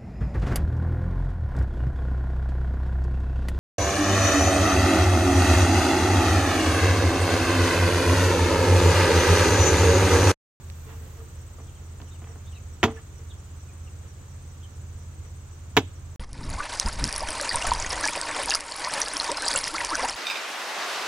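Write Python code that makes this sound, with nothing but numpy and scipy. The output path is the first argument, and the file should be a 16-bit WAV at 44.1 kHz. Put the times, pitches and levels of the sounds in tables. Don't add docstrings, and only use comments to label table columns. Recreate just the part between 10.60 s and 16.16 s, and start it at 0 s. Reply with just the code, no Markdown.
import sys
import numpy as np
from scipy import signal
from scipy.fft import rfft, irfft, next_fast_len
from scipy.io import wavfile

SR = 44100
rng = np.random.default_rng(int(sys.argv[2]) if len(sys.argv) > 2 else 0)


def generate_wav(sig):
    pcm = np.round(np.clip(np.atleast_2d(sig).T, -1, 1) * 32767).astype(np.int16)
    wavfile.write(sys.argv[1], SR, pcm)


N = 245195
TIME = np.arange(N) / SR

# t/s, force/dB, place (0 rim, 1 corner), edge hardness/Hz, wait until the slap/s,
# snap level/dB, wait from slap to thud/s, thud level/dB, bounce level/dB
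KNOCKS = [(2.2302, 0.5, 0.072, 2880, .0081, -29, .0174, -7, -11),
          (5.1674, 0, 0.96, 5200, .0053, -25, 0.00349, -1, -46)]
# f/Hz, ring time/s (to fade by 60 dB), rim level/dB, corner level/dB
LID_NOTES = [(93.6, 0.35, -21, -25.5), (115, 0.095, -22.5, -15.5), (154, 0.084, -40, -14),
             (198, 0.079, -20, -18.5), (238.2, 0.132, -23, -13), (274.7, 0.15, -30, -19),
             (311, 0.078, -20.5, -27), (401, 0.1, -27, -27.5), (439.5, 0.084, -29.5, -18),
             (444.2, 0.23, -20, -57), (683, 0.1, -24.5, -32), (734, 0.073, -36.5, -22),
             (918, 0.056, -29, -35), (970, 0.066, -39, -20), (1035, 0.028, -27, -25),
             (1221, 0.041, -21, -22), (1396, 0.073, -26, -35), (1430, 0.026, -39, -47),
             (1768, 0.031, -38, -16.5), (1952, 0.023, -13.5, -61), (2220, 0.061, -61, -16),
             (2350, 0.073, -37, -36), (2613, 0.083, -31, -17.5), (2930, 0.067, -46, -21),
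             (3055, 0.065, -36, -30), (3323, 0.026, -36, -14.5), (3427, 0.073, -48, -27),
             (3765, 0.049, -57, -20.5)]
# f/Hz, level/dB
CRACK_SHAPE = [(100, -8.5), (300, 6.5), (550, -1), (800, 5), (1500, 1.5), (3300, 2), (4200, -10),
               (5500, -11), (6800, -5.5), (8200, -18), (9600, -24), (12000, -10.5), (15500, -5.5)]
# f/Hz, ring time/s
CRACK_FADE = [(200, 0.18), (1000, 0.094), (3000, 0.05), (7000, 0.13), (15000, 0.055)]
# middle t/s, length/s, level/dB, treble cut-off f/Hz
SCUFFS = [(0.306, .12, -49, 2920), (0.459, 0.28, -57, 2480), (0.595, 0.086, -49, 1510),
          (1.0, .06, -56, 1598), (1.416, .05, -52, 1360), (1.69, 0.19, -53.5, 1900),
          (2.305, .06, -48, 7000), (2.37, .09, -49.5, 2500), (2.6, .05, -55, 2500),
          (3.45, 0.075, -58, 3483), (4.65, 0.038, -54, 7100)]
# t/s, force/dB, treble cut-off f/Hz
TAPS = [(.985, -24, 950), (1, -28.5, 1200), (1.401, -26.5, 1600), (1.42, -25, 1000), (1.619, -24.5, 1180),
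        (1.642, -31, 3000), (1.671, -29, 1800), (1.757, -27.5, 1300)]
# t/s, level/dB, middle f/Hz, half width/octaves
CLICKS = [(.1000, -32.5, 3180, 0.87), (1.416, -37, 3400, 0.45)]
# t/s, f/Hz
ENGINE_RATE = [(0.0, 16.4), (0.59, 16.06), (1.55, 16.9), (2.14, 15.9), (2.63, 16.5), (3.11, 16.7),
               (3.42, 16.65), (5.56, 16.64)]
# multiple of the cycle rate, level/dB
ENGINE_TONES = [(2, -58.5), (3, -56), (4, -53.5), (5, -41.5), (6, -50.5), (7, -55.5), (8, -54), (9, -61.5),
                (11, -66), (12, -70.5)]
# f/Hz, width/Hz, level/dB, pulse rate/Hz, left minus right/dB
TRILLS = [(6210, 52, -72, 60, -10.5), (6160, 770, -67, 31, -4), (7100, 33, -72, 99, -6),
          (7044, 540, -64, 34, 0.5)]
# top f/Hz, bend/Hz, place of the top (0 to 1), width/Hz,
# level/dB, pulse rate/Hz, shortness of the pulse, left minus right/dB
PULSERS = [(8366, 2600, 0.6, 150, -70, 17.9, 2.5, 13.5), (8000, 2500, 0.4, 130, -69.5, 16.9, 4.5, 11.5),
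           (6210, 1600, 0, 200, -74.5, 4.4, 8.7, -12.5)]
# t/s, start f/Hz, end f/Hz, level/dB
CHIRPS = [(1.063, 3950, 2560, -62), (1.143, 3600, 2710, -65.5), (1.457, 3400, 2540, -63.5),
          (1.532, 3400, 2380, -62), (1.907, 3500, 2450, -59.5), (1.946, 2950, 2290, -56.5),
          (2.689, 3950, 3140, -52.5), (3.073, 2750, 2180, -62), (3.253, 3050, 2500, -60),
          (4.017, 3400, 2920, -56)]
# t/s, f/Hz, level/dB
PEEPS = [(1.497, 3620, -60), (1.85, 3560, -59), (1.932, 3850, -60)]
# f/Hz, level/dB
WASH_SHAPE = [(20, -18), (33, -2.5), (60, 4), (110, -2.5), (170, -8.5), (260, -12), (450, -14),
              (700, -18.5), (1250, -18.5), (2000, -24.5), (3200, -27), (5000, -30.5), (8500, -27.5),
              (9200, -38.5), (16000, -59)]
# f/Hz, level/dB
HISS_SHAPE = [(9000, -14), (11000, -10), (12300, -3), (15800, -1.5)]
# f/Hz, likeness (0 unrelated, 1 the same)
EAR_LIKENESS = [(30, 0.51), (90, 0.92), (300, 1), (640, 0.25), (1400, 0.18), (7000, 0.15), (15000, 0)]
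# f/Hz, left minus right/dB
BALANCE = [(60, -1.47), (300, -0.5), (2400, -1), (4400, -3.5), (8000, -3), (15000, -7)]


def knocks(seat_s=0.002788, snap_lag_s=0.00035, hop_s=0.042, hop_kept=0.52, hop_loss_db=9.5):
    out = np.zeros((2, N))
    for s, force_db, place, edge_hz, slap_s, snap_db, thud_s, thud_db, bounce_db in KNOCKS:
        force, flat_at = amp(force_db), s + slap_s
        touch = contact(place, force_db=0, hard_hz=2 * edge_hz, hold=0.8758, crack_db=-15.5)
        add(out, s, force * touch)
        rest_of_edge = contact(place, force_db=4, hard_hz=edge_hz / 2, hold=0.93, crack_db=-23.5)
        add(out, s + seat_s, force * rest_of_edge)
        slap = contact(place, force_db=0.5, hard_hz=6398, hold=0.9256, crack_db=-15.5)
        add(out, flat_at, force * slap)
        add(out, flat_at + snap_lag_s, force * amp(snap_db) * snap(hz=14600, octaves=0.42))
        thud = contact(place, force_db=thud_db + 2.5, hard_hz=1052, hold=0.39, crack_db=-16)
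        add(out, flat_at + thud_s, force * thud)
        hops_s = hop_s * hop_kept ** np.arange(3)
        for k, lag in enumerate(np.cumsum(hops_s)):
            bounce = contact(place, force_db=bounce_db - 4, hard_hz=948, hold=1.04, crack_db=-10.5)
            add(out, flat_at + lag, force * amp(-k * hop_loss_db) * bounce)
    return out


def contact(place, force_db, hard_hz, hold, crack_db, spread=0.39, tick_s=0.0012):
    fade = np.array(CRACK_FADE) * [1, hold]
    side_shape = [(hz, db + 10 * np.log10(hz / 3000)) for hz, db in CRACK_SHAPE]
    middle = fading_noise(CRACK_SHAPE, fade)[0]
    side = spread * fading_noise(side_shape, fade)[0]
    tick = 1 + 0.46 * np.exp(-np.arange(len(middle)) / SR / tick_s)
    crack = amp(crack_db) * tick * np.array([middle + side, middle - side])
    return amp(force_db) * soften(ring(place, hold) + crack, hard_hz)


def ring(place, hold, rise_cycles=0.56):
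    t = np.arange(8192) / SR
    out = np.zeros((2, len(t)))
    for k, (hz, ring_s, rim_db, corner_db) in enumerate(LID_NOTES):
        gain = (-1) ** k * amp(rim_db + place * (corner_db - rim_db))
        swing = (1 - np.exp(-t * hz / rise_cycles)) * fade_out(t, ring_s * hold)
        skew = amp(-17) * hz / 1000 * rng.standard_normal((2, 1))
        out += gain * swing * np.sin(2 * np.pi * hz * t + skew)
    return out


def snap(hz, octaves, ring_s=0.0072):
    t = np.arange(1024) / SR
    noise = rng.standard_normal((2, len(t)))
    band = colour(noise, lambda f: np.exp(-.5 * (np.log2((f + 1) / hz) / octaves) ** 2))
    return unit_level(band) * (1 - np.exp(-t * hz)) * fade_out(t, ring_s)


def taps():
    out = np.zeros((2, N))
    for s, force_db, hard_hz in TAPS:
        add(out, s, contact(place=0.44, force_db=force_db, hard_hz=hard_hz, hold=0.63, crack_db=-16))
    for s, db, hz, octaves in CLICKS:
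        add(out, s, amp(db) * snap(hz, octaves))
    return out


def scuffs(slips_per_s=400, box_hz=450, bass_cut_hz=330):
    out, t = np.zeros((2, N)), np.arange(8192) / SR
    box_note = amp(3.5) * unit_level(np.sin(2 * np.pi * box_hz * t) * fade_out(t, ring_s=0.2))
    for s, length, db, bright_hz in SCUFFS:
        size = int(length * SR) + 2
        slips = rng.standard_normal(size) * np.hanning(size)
        slips *= 0.13 + (rng.random(size) < slips_per_s / SR)
        notes = unit_level(ring(place=0, hold=1))
        grit = amp(1) * unit_level(fading_noise(CRACK_SHAPE, CRACK_FADE))
        rub = soften(signal.fftconvolve(slips[None], box_note + notes + grit, axes=1), bright_hz)
        rub = colour(rub, lambda f: f ** 2 / np.hypot(f ** 2, bass_cut_hz ** 2))
        add(out, s - length / 2, amp(db) * rub / np.sqrt(np.sum(rub ** 2) / size))
    squeak = glide(length_s=.035, start_hz=1760, end_hz=1700, db=-48, rasp=0.019)
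    add(out, 2.362, squeak)
    return out


def yard_echo(x):
    shape_hz_db = [(100, 1), (400, -21), (3500, 12), (9000, -13)]
    fade_hz_s = [(200, 0.44), (3000, 0.34), (10000, 0.22)]
    return with_echo(x, fading_noise(shape_hz_db, fade_hz_s, size=SR // 2), db=-32)


def engine(uneven=0.15, waver=0.2, wander_cycles=0.03):
    cycles = np.cumsum(curve(ENGINE_RATE)) / SR
    hum = np.zeros(N)
    for multiple, db in ENGINE_TONES:
        gain = np.sqrt(2) * amp(db) * (1 + waver * drift(7.5))
        phase = multiple * cycles + rng.random() + wander_cycles * drift(0.62)
        hum += gain * np.sin(2 * np.pi * phase)
    return hum * (1 + uneven * drift(23))


def insects(throb=0.42, unsteady_hz=0.4):
    out = np.zeros((2, N))
    for hz, width_hz, db, rate, pan_db in TRILLS:
        strokes = 1 + throb * np.sin(2 * np.pi * rate * TIME + drift(2.5))
        out += ear_gains(db, pan_db) * unit_level(strokes * fuzzy_tone(hz, width_hz))
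    for top_hz, bend_hz, top_at, width_hz, db, rate, shortness, pan_db in PULSERS:
        stroke = (np.cumsum(rate + unsteady_hz * drift(1)) / SR + rng.random()) % 1
        pitch_hz = top_hz - bend_hz * (stroke - top_at) ** 2
        song = fuzzy_tone(pitch_hz, width_hz) * np.sin(np.pi * stroke) ** shortness
        out += ear_gains(db, pan_db) * unit_level(song)
    return out


def birds(chirp_s=0.05, peep_s=0.055, echo_s=0.16):
    out = np.zeros((2, N))
    for s, start_hz, end_hz, db in CHIRPS:
        add(out, s, glide(chirp_s, start_hz, end_hz, db))
    for s, hz, db in PEEPS:
        add(out, s, glide(peep_s, hz, hz * 1.02, db))
    leaves = fading_noise([(3000, 0)], [(3000, echo_s)])
    return with_echo(out, leaves, db=-2)


def air_and_rustle(wash_db_per_s=-0.1947, hiss_db_per_s=-0.63):
    left, other = rng.standard_normal((2, N))
    alike = lambda f: read(EAR_LIKENESS, f)
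    right = colour(left, alike) + colour(other, lambda f: np.sqrt(1 - alike(f) ** 2))
    wash = shaped(np.array([left, right]), WASH_SHAPE)
    hiss = shaped(rng.standard_normal((2, N)), HISS_SHAPE)
    hand_slide = np.exp(-((TIME - 0.37) / 0.33) ** 2)
    wash_db = -48 + wash_db_per_s * TIME + 1.8 * hand_slide + 0.03 * drift(3.5)
    hiss_db = -64.5 + hiss_db_per_s * TIME + 7.4 * hand_slide
    return wash * amp(wash_db) + hiss * amp(hiss_db)


def glide(length_s, start_hz, end_hz, db, rasp=0.04):
    hz = np.geomspace(start_hz, end_hz, int(length_s * SR))
    hz *= 1 + rasp * unit_level(soften(rng.standard_normal(len(hz)), 400))
    return amp(db) * np.sqrt(2) * np.hanning(len(hz)) * np.sin(2 * np.pi * np.cumsum(hz) / SR)


def fuzzy_tone(hz, width_hz):
    tone = np.exp(2j * np.pi * np.cumsum(hz * np.ones(N)) / SR)
    smoothing = np.exp(-np.pi * width_hz / SR)
    noise = rng.standard_normal((2, N)) + 1j * rng.standard_normal((2, N))
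    flutter = signal.lfilter([1], np.poly([smoothing, smoothing]), noise)
    return unit_level((tone * flutter).real)


def fading_noise(shape, ring_times, size=8192):
    t, centres = np.arange(size) / SR, np.geomspace(60, SR / 2, num=9)
    noise = shaped(rng.standard_normal((2, size)), shape)
    bands = [colour(noise, lambda f: read(np.c_[centres, centres == hz], f)) for hz in centres]
    return sum(band * fade_out(t, read(ring_times, hz)) for band, hz in zip(bands, centres))


def with_echo(x, tail, db):
    return x + amp(db) * signal.fftconvolve(x, tail / np.linalg.norm(tail[0]), axes=1)[:, :N]


def fade_out(t, ring_s):
    return np.exp(-np.log(1000) * t / ring_s)


def drift(hz):
    return unit_level(colour(rng.standard_normal(N), lambda f: np.exp(-.5 * (f / hz) ** 2)))


def shaped(noise, shape):
    return unit_level(colour(noise, lambda f: amp(read(shape, f))))


def colour(x, gain):
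    size = next_fast_len(x.shape[-1])
    spectrum = rfft(x, size) * gain(np.fft.rfftfreq(size, 1 / SR))
    return irfft(spectrum, size)[..., :x.shape[-1]]


def soften(x, hz):
    return signal.sosfilt(signal.butter(2, hz, fs=SR, output="sos"), x)


def amp(db):
    return 10 ** (np.asarray(db) / 20)


def ear_gains(db, pan_db):
    return amp([[db + pan_db / 2], [db - pan_db / 2]])


def unit_level(x):
    return x / np.sqrt(np.mean(np.abs(x) ** 2) + 1e-20)


def read(table, hz):
    f, value = np.transpose(table)
    return np.interp(np.log(hz + 1), np.log(f + 1), value)


def curve(table):
    return np.interp(TIME, *np.transpose(table))


def add(mix, s, sound):
    part = mix[..., round(s * SR):][..., :sound.shape[-1]]
    part += sound[..., :part.shape[-1]]


def scene():
    left, right = yard_echo(knocks() + taps() + scuffs()) + engine() + air_and_rustle()
    late_left = np.r_[0, 0, left[:-2]]
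    leaning = colour(np.array([late_left, right]), lambda f: amp(np.outer([.5, -.5], read(BALANCE, f))))
    return leaning + insects() + birds()


def record(dry):
    treble_cut = signal.firwin(511, 15900, window=("kaiser", 9), fs=SR)
    return signal.oaconvolve(dry, treble_cut[None], "same")


dry = scene()
out = record(dry)
generate_wav(out)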